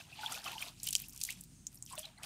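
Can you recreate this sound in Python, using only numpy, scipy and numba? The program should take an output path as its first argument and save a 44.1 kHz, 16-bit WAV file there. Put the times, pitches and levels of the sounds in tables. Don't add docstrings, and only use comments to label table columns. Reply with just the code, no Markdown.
import sys
import numpy as np
from scipy import signal
from scipy.fft import rfft, irfft
from scipy.io import wavfile
from scipy.ndimage import uniform_filter1d
from numba import njit

SR = 44100
rng = np.random.default_rng(int(sys.argv[2]) if len(sys.argv) > 2 else 0)


def natural_amplitude(level_db):
    exponent = np.asarray(level_db, float) / 20
    return 10 ** exponent


def log_audio(samples):
    frames = np.atleast_2d(samples).T
    limited = np.clip(frames, -1, 1)
    pcm = np.round(limited * 32767).astype(np.int16)
    wavfile.write(sys.argv[1], SR, pcm)


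N = 99225

# (time [s], level [dB], centre pitch [Hz], spray fade by 60 dB [s], width [octaves], crack against level [dB])
SPLAT_DROPS = [(0.3221, -29, 8100, 0.02, 0.66, 1), (0.3428, -33, 3240, 0.0092, 2.4, -13),
               (0.4407, -36.5, 4170, 0.031, 1.8, -22), (0.516, -29, 3200, 0.016, 0.14, -12),
               (0.6229, -24, 2640, 0.018, 0.64, -19), (0.6784, -32.5, 3920, 0.016, 0.89, -29),
               (0.8, -35, 5270, 0.0062, 0.6, -2), (0.8305, -25, 7840, 0.014, 0.97, -11),
               (0.8393, -24.5, 8850, 0.014, 0.9, -16), (0.853, -31.5, 7200, 0.0097, 0.41, -12),
               (0.864, -34, 12600, 0.015, 0.6, -10), (0.8843, -27, 8040, 0.008, 0.35, -10),
               (0.868, -23, 11000, 0.016, 1.8, -12), (0.8866, -20.5, 7370, 0.011, 1.67, -17),
               (0.9062, -25, 8800, 0.013, 0.6, -0.5), (0.927, -21.5, 5300, 0.026, 1.8, -5),
               (0.969, -37, 8060, 0.0077, 1.5, -7), (0.9805, -36, 11000, 0.01, 1.5, -9),
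               (0.9915, -33, 7700, 0.024, 2.9, -6), (0.998, -29, 12000, 0.015, 3.7, -12),
               (1.0177, -32, 12700, 0.013, 0.39, -8), (1.0836, -31.5, 11500, 0.008, 0.85, -2),
               (1.0943, -35, 6860, 0.0082, 0.5, -9), (1.0942, -39, 14600, 0.006, 0.25, -7),
               (1.1055, -44, 11500, 0.006, 0.8, -6), (1.123, -45, 5560, 0.016, 0.8, -14),
               (1.1295, -39, 12900, 0.007, 0.6, -6), (1.1465, -41.5, 9000, 0.014, 1, -8),
               (1.1325, -38, 6940, 0.0097, 0.49, -6), (1.1575, -46, 13500, 0.007, 0.5, -10),
               (1.1615, -34, 7560, 0.0059, 1.1, -2), (1.1757, -30.5, 8370, 0.007, 1.02, -4),
               (1.191, -40, 5900, 0.01, 1.5, -9), (1.201, -36, 11100, 0.006, 0.97, 1),
               (1.2044, -32, 8300, 0.0082, 1.1, -7), (1.2133, -23, 5300, 0.0083, 1.22, 2),
               (1.249, -22.5, 7100, 0.012, 1.2, -17), (1.256, -39, 4640, 0.0086, 1, -12),
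               (1.303, -26.5, 8460, 0.014, 2.4, -15), (1.3238, -33.5, 8200, 0.013, 0.8, -18),
               (1.407, -32, 9850, 0.015, 1.15, -23), (1.436, -35, 9900, 0.013, 1.4, -11),
               (1.6675, -24.5, 6670, 0.014, 0.3, 0.5), (1.7172, -50, 8150, 0.0095, 1.2, -9),
               (1.7275, -45, 8950, 0.014, 1.6, 0), (1.736, -49, 8730, 0.013, 1.1, -9),
               (1.7442, -37.5, 10500, 0.007, 0.57, -1), (1.767, -51, 13200, 0.014, 0.28, -12),
               (1.7838, -49, 13500, 0.014, 0.4, -12), (1.8244, -27.5, 7540, 0.0074, 0.45, -9),
               (1.8385, -48, 8600, 0.01, 0.23, -12), (1.852, -44.5, 12500, 0.011, 0.7, -6),
               (1.8617, -40, 6560, 0.012, 0.9, 1), (1.9, -38.5, 8700, 0.019, 0.33, -8),
               (1.9246, -26, 8400, 0.0037, 0.29, -9), (1.953, -38, 9000, 0.025, 1.8, -12),
               (1.978, -32.5, 3200, 0.012, 0.42, -1.5), (1.984, -30.5, 9000, 0.012, 0.37, -15),
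               (1.9918, -26, 8500, 0.0093, 1, 1), (2.0532, -39.5, 3680, 0.013, 2.1, -5),
               (2.1834, -45, 9000, 0.0082, 0.21, -7), (2.2315, -33, 7400, 0.017, 0.85, -21),
               (.872, -26, 4500, 0.011, 1.7, -4), (0.9516, -15.5, 5380, 0.0057, 1.34, 9),
               (0.9616, -22, 6700, 0.015, 0.51, 4.5), (1.2359, -20.5, 7500, 0.0084, 1.18, 6.5),
               (0.945, -39, 7950, 0.012, 0.44, -15), (1.2314, -24, 10900, 0.007, 0.84, -14),
               (1.266, -33, 11500, 0.012, 0.79, -10), (.615, -35, 13700, 0.01, 0.13, -20),
               (.615, -32.5, 9200, 0.022, 0.12, -22), (1.755, -39, 9900, 0.0094, 0.6, -8),
               (1.2725, -35, 13700, 0.0056, .6, -5)]
# (time [s], level [dB], starting pitch [Hz], fade by 60 dB [s], pitch rise during the fade [share])
SINGLE_BUBBLES = [(0.125, -40, 2584, 0.033, 0.18), (.187, -38, 857, 0.072, 0.023),
                  (0.232, -33, 1453, 0.024, 0.083), (0.234, -34, 855, 0.055, 0.013),
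                  (0.261, -22.5, 3296, 0.015, 0.035), (.264, -37.5, 866, 0.051, 0.066),
                  (0.308, -44, 3420, 0.11, 0.15), (.320, -36.5, 1353, 0.031, 0.071),
                  (0.348, -36, 2450, 0.021, 0.14), (.365, -44.5, 1450, 0.055, 0.051),
                  (0.459, -31.5, 3030, 0.022, 0.055), (0.462, -35.5, 1174, 0.029, 0.22),
                  (0.475, -32.5, 2604, 0.026, .03), (.522, -41.5, 925, 0.051, 0.034),
                  (.552, -39, 885, .06, 0.019), (.581, -27.5, 3000, 0.011, 0.086),
                  (0.605, -36.5, 3080, 0.022, 0.056), (0.6226, -26, 2300, 0.021, 0.39),
                  (0.8719, -27, 2970, 0.01, 0.059), (0.887, -30.5, 3000, 0.013, 0.081),
                  (0.9525, -23, 3120, 0.0126, 0.1), (1.039, -42.5, 2600, 0.013, 0.13),
                  (1.289, -27.5, 1940, 0.016, 0.65), (1.303, -32.5, 2650, 0.014, 0.18),
                  (1.773, -45.5, 5550, 0.011, 0.029), (1.874, -45.5, 3200, 0.0131, 0.09),
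                  (1.91, -50, 1067, 0.053, 0.089), (1.932, -36.5, 1012, 0.035, 0.092),
                  (1.964, -46, 3570, 0.036, .02), (1.909, -48, 914, 0.028, 0.13),
                  (1.977, -38, 614, 0.07, 0.01), (2.03, -39.5, 3350, 0.019, 0.084),
                  (2.042, -39.5, 2880, .015, 0.78), (2.041, -51, 780, 0.04, 0.088),
                  (2.062, -54.5, 640, 0.074, 0.056), (2.051, -34.5, 3850, 0.019, 0.059),
                  (2.176, -50.5, 4100, 0.018, 0.072), (2.178, -54, 2010, 0.03, 0.028)]
# (lowest pitch [Hz], highest pitch [Hz], rate [per s], ring length [2.3 cycles], loudness scatter [dB], trim [dB])
FLOW_GRAINS = [(229, 610, 150, 8.2, -1, -18), (640, 2310, 600, 13.7, 4, -3),
               (2345, 4620, 1200, 9.6, 3.5, -5), (4500, 14500, 3500, 14.4, 5, -2)]
# (time [s], large bubbles [dB], small bubbles [dB], fine spray [dB])
SLOSH_LEVELS = [
    [(0.0, -56, -49, -56.5), (0.092, -69, -61, -67), (0.244, -51.5, -43.5, -51), (0.266, -59.5, -43.5, -49),
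     (0.292, -50.5, -48.5, -58), (0.326, -48, -43.5, -46.5), (0.41, -50, -50.5, -50.5)],
    [(0.432, -53, -57, -53.5), (0.445, -54.5, -45, -45), (0.47, -42, -42.5, -49), (0.564, -51, -45, -49.5),
     (0.612, -52, -48, -50), (0.656, -59.5, -53.5, -55), (0.69, -58, -51, -60), (0.76, -78.5, -63, -66.5)],
    [(1.84, -81, -103, -76), (1.882, -84, -61, -53.5), (1.932, -56, -53, -58.5), (1.962, -53, -66, -61.5),
     (1.982, -46.5, -45, -51), (2.02, -70, -54, -50), (2.044, -62, -54, -58.5), (2.144, -69.5, -71, -80),
     (2.21, -66, -70, -77)],
    [(2.222, -55, -70, -76), (2.232, -62.5, -44.5, -57), (2.25, -47, -44, -52)],
]
# (time [s], large bubbles [dB], small bubbles [dB], fine spray [dB])
TRICKLE_LEVELS = [(0.8, -73.5, -62, -64.5), (0.924, -71, -49, -51), (1.02, -77, -55.5, -56.5),
                  (1.104, -71, -67.5, -61), (1.216, -76, -57.5, -63), (1.284, -66.5, -46.5, -50),
                  (1.396, -73.5, -61, -61), (1.466, -91, -71.5, -71), (1.648, -80, -75, -78),
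                  (1.756, -77.5, -72, -66.5), (1.82, -87, -87, -77)]
# (frequency [Hz], relative level [dB])
AIR_COLOUR = [(45, -36), (65, -3), (135, 1.5), (280, -9.5), (480, -27), (1000, -30.5), (3500, -31),
              (7500, -23), (9300, -21), (10500, -35.5), (16000, -37)]
# (time [s], level change [dB])
HUM_CHANGE = [(0, -9.5), (.95, 4.5), (2.25, -3.5)]
# (time [s], level [dB], starting pitch [Hz], fade by 60 dB [s])
FAR_SWELLS = [(1.359, -51, 182.4, 0.22)]
# (time [s], level [dB])
INSECT_LEVEL = [(0, -74), (1.4, -120), (1.5, -99), (1.56, -68.5), (1.64, -73.5), (1.799, -89), (2.25, -88)]

SPLAT_DELAY_S = 0.0008
SKIRT_HZ = 2600
GLIDE = 0.12


@njit
def ring(out, start, hz, t60, size, rise, attack):
    for k in range(len(start)):
        length = int(t60[k] * SR)
        phase = 0.
        for i in range(min(length, len(out) - start[k])):
            u = i / length
            pitch = min(hz[k] * (1 + rise[k] * u), .45 * SR)
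            phase += 2 * np.pi * pitch / SR
            fade = np.exp(-6.9 * u)
            swell = 1 - np.exp(-i / (attack[k] * SR))
            out[start[k] + i] += size[k] * np.sin(phase) * fade * swell
    return out


def rings(t, hz, t60, size, rise, attack):
    rise = np.zeros(len(t)) + rise
    attack = np.zeros(len(t)) + attack
    start = (t * SR).astype(np.int64)
    return ring(np.zeros(N), start, hz, t60 + 1e-4, size, rise, attack + 1e-5)


def unit(x):
    return x / np.sqrt(np.mean(x ** 2))


def shaped(n, gain):
    f = np.arange(n // 2 + 1) * SR / n + 1
    return unit(irfft(rfft(rng.standard_normal(n)) * gain(f), n))


def walk(rate):
    hold = int(SR / rate)
    steps = np.repeat(rng.standard_normal(N // hold + 1), hold)
    return 2.07 * uniform_filter1d(uniform_filter1d(steps, hold), hold)[:N]


def cracks_and_spray():
    size = 4096
    clock = np.arange(size) / SR
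    t = np.maximum(clock - SPLAT_DELAY_S, 0)
    f = np.arange(size // 2 + 1) * SR / size + 1
    attack = np.minimum(t / .0005, 1)
    patter_fade = natural_amplitude(-22 - 60 * t / 0.056)
    out = np.zeros(N + size)
    for s, db, hz, t60, octaves, crack_db in SPLAT_DROPS:
        def colour(f):
            band = np.exp(-2 * (np.log2(f / hz) / octaves) ** 2)
            return (band + natural_amplitude(-24)) / (1 + (SKIRT_HZ / f) ** 4)

        pulse = irfft(1j * colour(f) * np.exp(-2j * np.pi * f * .001), size)
        crack = pulse * np.exp(-2 * (clock * 1000 - 1) ** 2)
        crack = natural_amplitude(crack_db) * crack / np.max(crack)
        lumps = np.repeat(rng.standard_normal(size // 32), 32)
        lumpy = natural_amplitude(5 * uniform_filter1d(lumps, 24))
        spray_fade = natural_amplitude(-11 - 60 * t / max(t60, 3e-4))
        spray = lumpy * shaped(size, colour) * (spray_fade + patter_fade)
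        i = int(s * SR)
        out[i:i + size] += natural_amplitude(db) * (spray * attack + crack)
    return out[:N]


def droplets():
    s, db, hz, t60, octaves, _ = np.array(SPLAT_DROPS).T[:, :, None]
    late = rng.exponential(size=(len(s), 10)) * t60 / 5
    off = rng.standard_normal((len(s), 10))
    pitch = np.clip(hz * 2 ** (off * octaves / 2), SKIRT_HZ, 15000).ravel()
    level = natural_amplitude(db - 7 - 30 * late / t60).ravel()
    return rings((s + late + 0.001001).ravel(), pitch, 13 / pitch, level, GLIDE, 1 / pitch)


def splat_rings():
    s, db, hz = np.array(SPLAT_DROPS).T[:3]
    t60 = np.full(len(s), .006)
    return rings(s + SPLAT_DELAY_S, hz * .9, t60, natural_amplitude(db - 7), .22, .0006)


def bubbles():
    s, db, hz, t60, rise = np.array(SINGLE_BUBBLES).T
    attack = 0.14 * t60
    out = rings(s, hz, t60, 2 * natural_amplitude(db), rise, attack)
    for _ in range(3):
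        start = s + .3 * t60 * rng.random(len(s))
        pitch = hz * 2 ** (0.11 * rng.standard_normal(len(s)))
        out = out + rings(start, pitch, 1.12 * t60, 2 * natural_amplitude(db - 11), rise, attack)
    return out


def flow():
    t = np.arange(N) / SR
    levels = np.vstack(SLOSH_LEVELS + [TRICKLE_LEVELS])
    levels = levels[np.argsort(levels[:, 0], kind="stable")]
    surge = walk(29.22)
    out = 0
    for column, grain in zip((1, 1, 2, 3), FLOW_GRAINS):
        low, high, rate, cycles, scatter_db, trim_db = grain
        u = rng.random((16000, 5))
        u = u[u[:, 4] < rate * N / SR / len(u)]
        hz = low * (high / low) ** u[:, 1]
        t60 = 2.3 * cycles / hz * (.5 + u[:, 2])
        size = natural_amplitude(-scatter_db * np.log(0.08 + u[:, 3]))
        crowd = rings(u[:, 0] * N / SR, hz, t60, size, GLIDE, 0.34 / hz)
        wash = shaped(N, lambda f: 1 / (1 + (low / f) ** 6) / (1 + (f / high) ** 6))
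        unsteady = natural_amplitude(1.46 * surge + 1.2 * walk(44.92))
        layer = unit((unit(crowd) + natural_amplitude(-9) * wash) * unsteady)
        out = out + layer * natural_amplitude(np.interp(t, levels[:, 0], levels[:, column]) + trim_db)
    return out


def hum():
    t = np.arange(N) / SR
    pitch = 45 + 0.84 * walk(2.6)
    tone = np.sqrt(2) * np.sin(2 * np.pi * np.cumsum(pitch) / SR)
    change = np.interp(t, *np.array(HUM_CHANGE).T)
    return tone * natural_amplitude(-70 + change + 1.04 * walk(1.74))


def open_air():
    hz, db = np.array(AIR_COLOUR).T
    noise = shaped(N, lambda f: natural_amplitude(np.interp(np.log(f), np.log(hz), db)))
    return noise * natural_amplitude(-62.5 + .8 * walk(8.63))


def far_swells():
    s, db, hz, t60 = np.array(FAR_SWELLS).T
    return rings(s, hz, t60, 2 * natural_amplitude(db), 0.031, 0.15 * t60)


def insect():
    band = shaped(N, lambda f: 1 / (1 + ((f - 6390) / 120) ** 2))
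    return band * natural_amplitude(np.interp(np.arange(N) / SR, *np.array(INSECT_LEVEL).T))


def scene():
    water = cracks_and_spray() + droplets() + splat_rings() + bubbles() + flow()
    mono = water + hum() + open_air() + far_swells() + insect()
    treble = np.diff(mono, n=2, prepend=[0, 0])
    side = natural_amplitude(-36.5) * (mono + natural_amplitude(-7) * treble) * walk(1000)
    return np.array([mono + side, mono - side])


def roll_off(x):
    return signal.sosfilt(signal.butter(12, 16600, fs=SR, output="sos"), x)


def record(dry):
    f = np.arange(N // 2 + 1) * SR / N
    top_loss = natural_amplitude(-24 * np.clip((f - 15600) / 300, 0, 1))
    mix = irfft(rfft(dry) * top_loss, N)
    return roll_off(mix)


dry = scene()
out = record(dry)
log_audio(out)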